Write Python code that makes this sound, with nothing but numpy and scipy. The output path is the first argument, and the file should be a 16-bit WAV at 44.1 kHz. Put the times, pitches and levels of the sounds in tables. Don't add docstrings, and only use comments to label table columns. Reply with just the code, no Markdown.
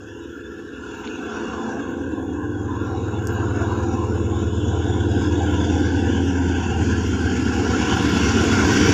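import sys
import numpy as np
from scipy import signal
from scipy.io import wavfile
from scipy.ndimage import uniform_filter1d

SR = 44100
rng = np.random.default_rng(int(sys.argv[2]) if len(sys.argv) > 2 else 0)


def store_wav(level_fs):
    pcm = np.round(np.clip(np.atleast_2d(level_fs), -1, 1) * 32767)
    wavfile.write(sys.argv[1], SR, pcm.T.astype(np.int16))


N = 393813

# (t/s, cycle f/Hz)
CYCLE_HZ = [(0.0, 9.35), (3.5, 9.353), (5.0, 9.371), (5.6, 9.365), (5.75, 9.388), (6.0, 9.48),
            (6.25, 9.485), (6.5, 9.39), (6.75, 9.205), (7.0, 9.1), (7.5, 8.86), (8.25, 8.456), (8.5, 8.362),
            (8.93, 8.24)]
# (order of cycle, level/dB)
ORDER_DB = [(5, -57.2), (6, -64.7), (7, -44.3), (8, -41.2), (9, -27.8), (10, -53.5), (11, -27.8),
            (12, -49.8), (13, -33.9), (14, -58.7), (15, -55.3), (16, -49.2), (17, -62.6), (18, -55.3),
            (19, -51.4), (20, -40.2), (21, -43.7), (22, -42.2), (23, -44.4), (24, -37.1), (25, -50.7),
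            (26, -50.2), (27, -44.7), (28, -43.4), (29, -41.5), (30, -45.9), (31, -40.2), (32, -34.4),
            (33, -44.4), (34, -42.0), (35, -50.9), (36, -37.0), (37, -42.5), (38, -46.8), (39, -46.7),
            (40, -53.4), (41, -47.6), (42, -53.8), (43, -53.6), (44, -48.1), (45, -37.8), (46, -48.2),
            (47, -45.7), (48, -46.9), (49, -54.4), (50, -48.8), (51, -47.8), (52, -45.8), (53, -55.0),
            (54, -45.0), (55, -55.6), (56, -52.3)]
FIRINGS = [(.06, .25), (.215, .4), (.335, .85), (.425, 1), (.53, .35), (.68, .7), (.79, .4), (.885, .6),
           (.985, .5)]
# (t/s, order 9 level/dB, order 11 level/dB)
HUM_DB = [(0, -52, -45.5), (.5, -52, -62), (1, -56, -62), (1.5, -50, -62), (2, -38.5, -48),
          (2.5, -35.5, -32.5), (3.5, -29.5, -26), (4, -26.5, -28.5), (5, -23.5, -25), (5.5, -23.5, -28),
          (6.25, -23, -34), (6.55, -24.5, -37), (7, -23, -25), (7.3, -25.5, -32.5), (7.5, -28.5, -35),
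          (7.8, -27.5, -36), (8.3, -27, -24.5), (8.93, -42, -31.5)]
# (t/s, gain/dB)
UPPER_DB = [(0, -15), (1, -16), (1.5, -5), (2.5, -6), (3.5, -5), (5.6, 0.5), (6.5, -5.5), (7.3, -7),
            (8, -0.5), (8.5, 0.5), (8.93, 10.5)]
ORDER13_UNDER_11_DB = 6.5
ORDER7_PER_ORDER9 = .72
LAG_PER_ORDER9 = .5


def engine(turns, waver_db=2.5):
    base_db = dict(ORDER_DB)
    ninth, eleventh = curves(HUM_DB)
    upper_db, = curves(UPPER_DB)
    lead = {9: ninth, 11: eleventh, 13: eleventh - ORDER13_UNDER_11_DB}
    lead[7] = base_db[7] + ORDER7_PER_ORDER9 * (ninth - ninth.max())
    for order in (20, 24, 27, 29, 32, 45, 54):
        lead[order] = blooms(str(order))
    lag_db = LAG_PER_ORDER9 * np.minimum(ninth - base_db[9], 0)
    place, size = np.transpose(FIRINGS)
    out = np.zeros(N)
    for order, db in ORDER_DB:
        if order < 19:
            start = .2 * order - .025 * (order - 9) ** 2
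            follow_db = lead[7] - base_db[7]
        else:
            pulses = size @ np.exp(-2j * np.pi * order * place)
            start = np.angle(pulses) / (2 * np.pi) - .25
            follow_db = upper_db + lag_db * (order < 24)
        if order in lead:
            level_db = lead[order]
        else:
            level_db = db + follow_db + waver_db * walk(1.48)
        out += undb(level_db) * np.sin(2 * np.pi * (order * turns + start))
    return np.sqrt(2) * out


RESTING_DB = {"20": -57, "24": -54, "27": -52.5, "29": -54, "32": -47, "45": -50, "54": -57, "low gear":
              -50.5}
# (tone: engine order or gear, t/s, half length/s, peak level/dB over the floor's gain)
BLOOMS = [("20", 3.9, .8, -42), ("20", 5.57, .7, -36), ("20", 7.6, .8, -43), ("27", 2.1, .5, -41),
          ("27", 6.1, 0.49, -33), ("27", 7.4, .5, -33.5), ("27", 8.4, 0.43, -32), ("24", 1.58, 0.32, -36.5),
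          ("24", 3.68, 0.34, -37.5), ("24", 4.28, 0.47, -36.5), ("24", 6.0, 0.23, -33.5),
          ("24", 6.87, 0.25, -31.5), ("24", 7.6, 0.51, -37.5), ("29", 2.18, 0.42, -35),
          ("29", 5.2, 0.18, -32), ("29", 5.78, 0.38, -28), ("29", 6.37, .22, -25), ("29", 7.34, 0.4, -28.5),
          ("29", 7.8, 0.21, -31.5), ("29", 6.9, 0.12, -35), ("32", 2.5, 0.26, -32), ("32", 1.15, 0.13, -44),
          ("32", 4.06, 0.9, -39), ("32", 5.5, 0.54, -27.5), ("32", 7.58, 0.44, -37),
          ("32", 8.64, 0.68, -30.5), ("45", 1.4, 0.83, -44), ("45", 3.46, 0.88, -39.5),
          ("45", 5.08, .8, -38), ("45", 8.7, 0.32, -33), ("54", 1.78, 0.51, -44), ("54", 3.7, 0.87, -43),
          ("54", 5.64, 0.43, -41), ("54", 8.66, 0.4, -43), ("low gear", 2.0, .3, -38.5),
          ("low gear", 6.05, 0.27, -33), ("low gear", 7.4, 0.44, -33.5), ("low gear", 8.9, 0.53, -27)]


def blooms(tone):
    rows = [row[1:] for row in BLOOMS if row[0] == tone]
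    return 20 * np.log10(undb(RESTING_DB[tone]) + bells(rows))


# (t/s, low gear f/Hz, high gear f/Hz)
GEAR_HZ = [(0, 281, 337), (3, 286, 345), (5, 290, 350), (6.5, 291, 352), (8.93, 289, 351)]
# (t/s, high gear level/dB)
HIGH_GEAR_DB = [(0, -43.5), (2.5, -38), (5, -32.5), (6.5, -34.5), (7.5, -40), (8.2, -34), (8.93, -32)]


def gears():
    low_hz, high_hz = curves(GEAR_HZ)
    high_db, = curves(HIGH_GEAR_DB)
    return gear(low_hz, blooms("low gear")) + gear(high_hz, high_db)


def gear(hz, db, waver_db=2.0, drift_hz=1.5):
    level = undb(db + waver_db * walk(6))
    phase = np.cumsum(hz + drift_hz * walk(4)) / SR
    return np.sqrt(2) * level * np.sin(2 * np.pi * phase)


# (centre f/Hz, width/Hz, relative level/dB)
RUMBLE = [(40, 44, -22), (91.3, 53, 2.5), (145, 95, -1.5), (206, 54.3, 2.5)]
DRONE = [(238.8, 35, -14), (291.4, 76, -8), (351, 94, -13), (440.8, 76, -13), (518.3, 75, -23)]
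GROWL = [(599, 50, -16), (698, 83, -9), (782, 96, -3.5)]
CLATTER = [(899, 124, -11.5), (999, 160, -3.5), (1107, 134, -9.5), (1268, 140, -13.5)]
WHEELS = [(1406, 129, -5), (1543.4, 149, -5), (1679, 142, -9.5)]
RUSH = [(2590, 210, -10.5), (2750, 260, -5.5), (3030, 294, -8)]
RING = [(3342, 220, -10), (3450, 213, -4), (3766, 240, -9)]
HISS = [(5060, 160, -13.5), (5250, 310, -12.5), (5684, 610, -5.5), (5924, 250, -11.5)]
SIZZLE = [(6500, 470, -6.5), (6870, 600, -6), (7200, 500, -11), (7710, 420, -19.5), (8140, 860, -28.5)]
AIR = [(9300, 1200, -17.5), (10360, 710, -7), (11060, 870, -9.5), (12500, 2000, -14)]
TOP = [(13800, 700, -2.5), (14600, 1000, -5.5), (15200, 500, -6)]
GAPS = [(1908, 190, -3), (2201, 240, -1), (2328, 280, -5), (3900, 130, -13.5), (4210, 850, -9.5),
        (4635, 740, -2)]
# (bands, level/dB at CLOSE_M, dB per dB of nearness, share of swell, share of lean,
# throb/dB, flicker/dB)
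LAYERS = [(RUMBLE, -26.5, 1.38, 0.42, 1.22, 0.38, .2), (DRONE, -16.5, 0.85, 0.28, 0.67, 0.27, 2.42),
          (GROWL, -30.5, 1.17, 1.5, 1.62, 0.47, 3.8), (CLATTER, -31, 0.93, 1.54, 0.87, 0.35, 2.75),
          (WHEELS, -27, 1.066, 0.65, -0.24, 0.32, 1.66), (RUSH, -31.5, 1.477, 0.96, -1.2, .28, 2.3),
          (RING, -37, 1.37, 0.88, -0.5, 0.35, 0.44), (HISS, -33.5, 1.83, 1.26, -0.36, 0.44, 3.04),
          (SIZZLE, -34, 1.54, 0.58, 0.4, 0.39, 0.65), (AIR, -54.5, 1.69, .1, -.9, .44, 2.2),
          (TOP, -67.5, 1.0, .1, -.3, .3, 3), (GAPS, -37, 2.15, 1.1, -0.27, 0.52, 1.7)]
# (t/s, swell/dB)
SWELL_DB = [(0, -4), (.45, -6), (.8, -3), (.92, 1), (1.25, 3), (1.36, 6), (1.55, 6.5), (1.9, 0), (2.3, -5),
            (2.62, -5), (2.8, 0), (3.3, 0.5), (3.7, 3.5), (4.3, -0.5), (5.0, -.5), (5.6, 2.5), (6.1, 0),
            (6.7, 0.5), (7.2, -1), (7.58, -0.5), (7.72, 1), (8.93, 1)]
# (t/s, lean/dB)
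LEAN_DB = [(0, -3), (.8, -4), (1.5, -1.5), (2.5, 2.5), (4.5, 2.5), (5.7, 2), (6.3, 1.5), (7.5, -1),
           (8.2, -1.5), (8.93, -0.5)]
CHATTER_DB, CHATTER_PER_S = .7, 45.


def train_roar(turns, near_db):
    (swell_db,), (lean_db,) = curves(SWELL_DB), curves(LEAN_DB)
    beat = sum(np.cos(2 * np.pi * k * turns + k) for k in (1, 2, 3, 4, 8))
    chatter_db = CHATTER_DB * walk(CHATTER_PER_S)
    out = np.zeros(N)
    for bands, db, closing, swells, leans, throb_db, flicker_db in LAYERS:
        level_db = db + closing * near_db + swells * swell_db + leans * lean_db
        throb = undb(throb_db * beat + chatter_db)
        out += roar(bands, level_db, throb, flicker_db)
    return out


def roar(bands, db, gain, flicker_db):
    out = np.zeros(N)
    for hz, width, band_db in bands:
        noise = band(rng.standard_normal(N), hz, width, order=3) * np.sqrt(SR / 2 / width)
        out += noise * undb(band_db + flicker_db * walk(14))
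    return out * undb(db) * gain


SPEED_M_S, CLOSE_M, ARRIVES_S = 17., 30., 10.55


def nearness():
    distance_m = SPEED_M_S * (ARRIVES_S - np.arange(N) / SR)
    return -20 * np.log10(distance_m / CLOSE_M)


# (t/s, depth/dB)
EDDY_DB = [(0, 6.5), (4, 6.5), (7.3, 5), (7.8, 2), (8.93, 2)]
# (t/s, centre f/Hz, gain/dB)
HOLLOW = [(0, 4560, -6), (1.2, 4930, -4), (3.0, 4630, -5), (4.6, 4570, -9), (5.5, 4100, -2.5),
          (6.3, 4050, -12.5), (7.6, 3500, -6), (8.0, 3900, 1), (8.93, 4200, -6)]
# (t/s, half length/s, centre f/Hz, half width/Hz, gain/dB)
PATCHES = [(1.5, 0.13, 3200, 300, -3), (0.7, .3, 4300, 770, 1.5), (1.5, 0.051, 1000, 300, -4),
           (3, 0.16, 3250, 380, -5), (4.5, 0.11, 840, 57, -9), (3.0, 0.054, 1670, 240, -11),
           (4.5, 0.18, 1570, 250, -8), (5, 1, 3410, 500, 9.5), (8, 0.83, 3920, 220, -3),
           (6, 1.1, 1184, 146, -18.5), (4.5, 0.32, 1950, 350, -4), (6.4, .4, 11000, 2700, -8),
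           (2, 0.32, 920, 900, 3), (1, 0.24, 6600, 1200, 5), (7.0, 0.6, 542, 80, -8.5),
           (0, 0.33, 215, 55, -17), (4, 0.64, 6500, 920, -6), (-0.5, 0.34, 3350, 140, 12),
           (0, 0.43, 3800, 180, -13), (2.5, 0.11, 3450, 120, 6.5), (1, .25, 3520, 200, 1.5),
           (.15, .25, 3100, 400, 3), (5.5, .5, 720, 110, -3.5), (4, .5, 10000, 500, -2),
           (1.6, 0.28, 1230, 140, 7), (1.3, .4, 104, 38, -6), (7, 0.17, 5200, 760, 1),
           (2.5, .3, 3900, 300, -5), (2.5, .04, 1450, 330, 4), (1, .05, 2400, 330, 4),
           (2.5, 0.23, 470, 69, -3.5), (2, .35, 5000, 700, -7.5), (1.5, 2.2, 3140, 140, -8),
           (2.5, 0.12, 2900, 200, 6), (0.5, .12, 1900, 200, 4), (2, .22, 1100, 330, 0.5),
           (3.5, 0.19, 1400, 300, 4), (0, 0.21, 690, 120, 1), (2, .15, 2650, 140, 1),
           (0.5, 0.076, 2740, 130, 5), (0.5, 0.37, 1720, 160, 5), (2, 0.39, 1290, 130, -11.5),
           (1.9, 0.37, 1550, 250, 2.5), (1, .3, 92, 35, 3.5), (1, .1, 1300, 320, 1),
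           (5.5, 0.22, 1900, 200, -2), (4, 0.37, 3270, 240, -11.5), (2.5, 0.32, 1050, 130, 8),
           (0, 0.27, 1300, 150, -6), (0.5, 0.087, 1400, 200, 4), (5.5, 0.17, 950, 150, -3),
           (3, 0.17, 3860, 290, 9), (0.6, 0.16, 4250, 550, 4), (1, 0.16, 4500, 390, 6),
           (7, 0.61, 3180, 120, 7.5), (5.5, .2, 4100, 200, -6), (6.5, 0.14, 4600, 480, 0),
           (3.5, .35, 4050, 320, 6), (3.5, .6, 2710, 290, 3), (6, 0.24, 3900, 2300, 2.5),
           (0.5, 0.43, 5040, 500, 1), (3, 0.27, 5700, 1500, -5), (3.5, 1, 13000, 900, 6.5),
           (3.5, 1.2, 8500, 940, -8.5), (7, 1, 13000, 1500, -7), (8.07, 0.3, 1600, 94, -3.5),
           (6.5, .35, 1700, 500, 0), (3.5, 0.45, 3500, 300, -3), (4, 0.45, 140, 43, -10.5),
           (3, 0.28, 2900, 230, 4), (0.5, 0.4, 1200, 150, 0.5), (8.75, .35, 9000, 900, 4),
           (8.5, 0.84, 760, 150, -1.5), (0.5, .5, 5350, 250, 4.5), (11, .5, 12400, 800, 1),
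           (-0.2, 0.28, 2230, 190, -10), (6, 0.34, 970, 170, -1.5), (4, 0.33, 1740, 270, -7.5),
           (8.5, 0.85, 3600, 680, 1.5), (2.5, 0.53, 8700, 1700, -3), (4, 1, 6850, 500, 8)]
HOLLOW_HALF_HZ, CALM_HZ = 350, 13000
CREST = 2.2


def eddies(x, patch_hz=70., patch_s=.05, knee_hz=1160.0):
    f, t, spec = signal.stft(x, SR, nperseg=1024)
    field = rng.standard_normal(spec.shape)
    for _ in range(2):
        field = uniform_filter1d(field, int(patch_hz / f[1]) + 1, axis=0)
        field = uniform_filter1d(field, int(patch_s / t[1]) + 1, axis=1)
    weight = f / (f + knee_hz) / (1 + (f / CALM_HZ) ** 2)
    depth_db = np.outer(weight, np.interp(t, *np.transpose(EDDY_DB)))
    fade_db = depth_db * CREST * np.tanh(field / field.std() / CREST)
    s, hz, db = np.transpose(HOLLOW)
    offset_hz = f[:, None] - np.interp(t, s, hz)
    fade_db += np.interp(t, s, db) * np.exp(-(offset_hz / HOLLOW_HALF_HZ) ** 2)
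    for s, half_s, hz, half_hz, db in PATCHES:
        across_f = np.exp(-((f - hz) / half_hz) ** 2)
        across_t = np.exp(-((t - s) / half_s) ** 2)
        fade_db += db * np.outer(across_f, across_t)
    return signal.istft(spec * undb(fade_db), SR, nperseg=1024)[1][:N]


# (t/s, half length/s, level/dB before band levels)
JOLTS = [(7.72, .02, -69), (7.97, .012, -63), (8.027, .008, -64), (8.14, .02, -64), (8.29, .015, -66),
         (8.44, .028, -58), (8.6, .012, -62), (8.74, .02, -60), (8.8, .01, -61)]
# (centre f/Hz, width/Hz, relative level/dB)
JOLT_BANDS = [(9000, 1700, 3), (10800, 2000, -4), (12500, 1600, -6), (14300, 2000, -3)]


def jolts():
    return bursts(JOLTS, JOLT_BANDS, flicker_db=2.5)


def bursts(table, bands, flicker_db):
    return roar(bands, flicker_db * walk(45), bells(table), 1.2)


# (low f/Hz, high f/Hz, count, level/dB at CLOSE_M, dB per dB of nearness, half length/s)
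GLINTS = [(10050, 11500, 500, -59, 1.16, .008), (8500, 10600, 800, -55, 2.5, .008),
          (2594, 2850, 70, -42, 0.9, .022), (3300, 3550, 50, -44.5, 0.5, .022),
          (5270, 6100, 90, -46.5, 1.6, .018)]
GLINT_SPREAD_DB = 3.


def glints(near_db):
    out = np.zeros(2 * N)
    for low_hz, high_hz, count, db, closing, half_s in GLINTS:
        t = np.arange(-2 * half_s, 2 * half_s, 1 / SR)
        for when, pitch, size in rng.random((int(count), 3)):
            i = int(when * N)
            level_db = db + closing * near_db[i] + GLINT_SPREAD_DB * (2 * size - 1)
            tone = np.sin(2 * np.pi * (low_hz + (high_hz - low_hz) * pitch) * t)
            out[i:i + len(t)] += undb(level_db) * np.exp(-(t / half_s) ** 2) * tone
    return out[:N]


# (t/s, peak level/dB, centre f/Hz, width/Hz, t60/s)
TICKS = [(1.0437, -30, 2900, 3200, .002), (1.03, -40, 2700, 1200, .08), (1.045, -39, 2900, 1800, .12),
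         (1.0685, -32, 2800, 1600, .012), (1.0748, -24, 3000, 1800, .003), (1.075, -36, 3000, 1800, .06),
         (3.2535, -36, 6200, 2600, .002), (3.2535, -58, 10500, 4000, .002), (3.2712, -32, 5100, 1100, .003),
         (3.2712, -21, 7200, 3000, .0025), (3.273, -41, 6200, 2800, .1), (3.2712, -32, 11800, 2200, .002),
         (3.2712, -38, 14500, 3000, .002), (3.273, -57, 12500, 4000, .05)]
SNAP_T60_S = .005


def ticks():
    length = 2048
    out, t = np.zeros(N + length), np.arange(length) / SR
    for s, db, hz, width, t60 in TICKS:
        push = rng.standard_normal(length)
        if t60 <= SNAP_T60_S:
            push = abs(push)
        envelope = 1000. ** (-t / t60) * np.tanh(20 * t / t60)
        click = band(push * envelope, hz, width, order=4)
        i = int(s * SR)
        out[i:i + length] += undb(db) * click / abs(click).max()
    return out[:N]


# (t/s, length/s, start f/Hz, end f/Hz, level/dB)
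WHISTLES = [(.05, .085, 5680, 5620, -67), (.20, .075, 3800, 3760, -60)]


def whistles():
    out = np.zeros(N)
    for s, length_s, start_hz, end_hz, db in WHISTLES:
        u = np.arange(int(length_s * SR)) / (length_s * SR)
        hz = start_hz + (end_hz - start_hz) * u
        tone = np.sin(2 * np.pi * np.cumsum(hz) / SR)
        i = int(s * SR)
        out[i:i + len(u)] += np.sqrt(2) * undb(db) * np.sin(np.pi * u) ** .5 * tone
    return out


# (t/s, half length/s, level/dB before band levels)
FLUTTERS = [(.3, .1, -79), (1.0, .15, -78), (1.25, .03, -77), (1.6, .06, -76), (1.9, 0.065, -76),
            (2.83, .05, -72), (3.23, .025, -70), (3.28, .012, -66), (3.335, .03, -64), (4.1, 0.034, -73),
            (5.52, .07, -72), (5.8, .06, -75), (6.3, 0.056, -73), (7.09, 0.035, -67), (7.95, .04, -69),
            (8.03, .015, -64), (8.095, .015, -62), (8.24, .02, -63), (8.385, .01, -62), (8.55, .02, -57),
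            (8.655, .025, -59), (8.74, .025, -60), (8.805, .015, -62), (8.885, .025, -58)]


def flutters():
    return bursts(FLUTTERS, TOP, flicker_db=4.5)


def breeze(db=-50, puff_db=3.5, hz=71.5, width=24.0):
    noise = band(rng.standard_normal(N), hz, width, order=2) * np.sqrt(SR / 2 / width)
    return undb(db + puff_db * walk(6)) * noise


def undb(db):
    return 10 ** (np.asarray(db) / 20)


def curves(table):
    s, *columns = np.transpose(table)
    return [np.interp(np.arange(N) / SR, s, c) for c in columns]


def walk(rate):
    step = 64
    hold, n = int(SR / step / rate) + 1, N // step + 2
    slow = np.repeat(rng.standard_normal(n // hold + 1), hold)
    slow = uniform_filter1d(uniform_filter1d(slow, hold), hold)[:n]
    return 1.3 * np.interp(np.arange(N) / step, np.arange(n), slow)


def band(x, hz, width, order=2):
    edges = [max(hz - width / 2, 10), min(hz + width / 2, .45 * SR)]
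    return signal.sosfilt(signal.butter(order, edges, "bandpass", fs=SR, output="sos"), x)


def bells(rows):
    t = np.arange(0, N / SR + .002, .002)
    gain = sum(undb(db) * np.exp(-((t - s) / half_s) ** 2) for s, half_s, db in rows)
    return np.interp(np.arange(N) / SR, t, gain)


def scene():
    near_db = nearness()
    turns = np.cumsum(curves(CYCLE_HZ)[0]) / SR
    train = engine(turns) + gears() + eddies(train_roar(turns, near_db))
    details = jolts() + glints(near_db) + ticks()
    background = whistles() + flutters() + breeze()
    return (train + details + background)[None]


TOP_HZ = 15500


def record(dry):
    return signal.sosfilt(signal.ellip(12, .2, 80, TOP_HZ, fs=SR, output="sos"), dry)


dry = scene()
out = record(dry)
store_wav(out)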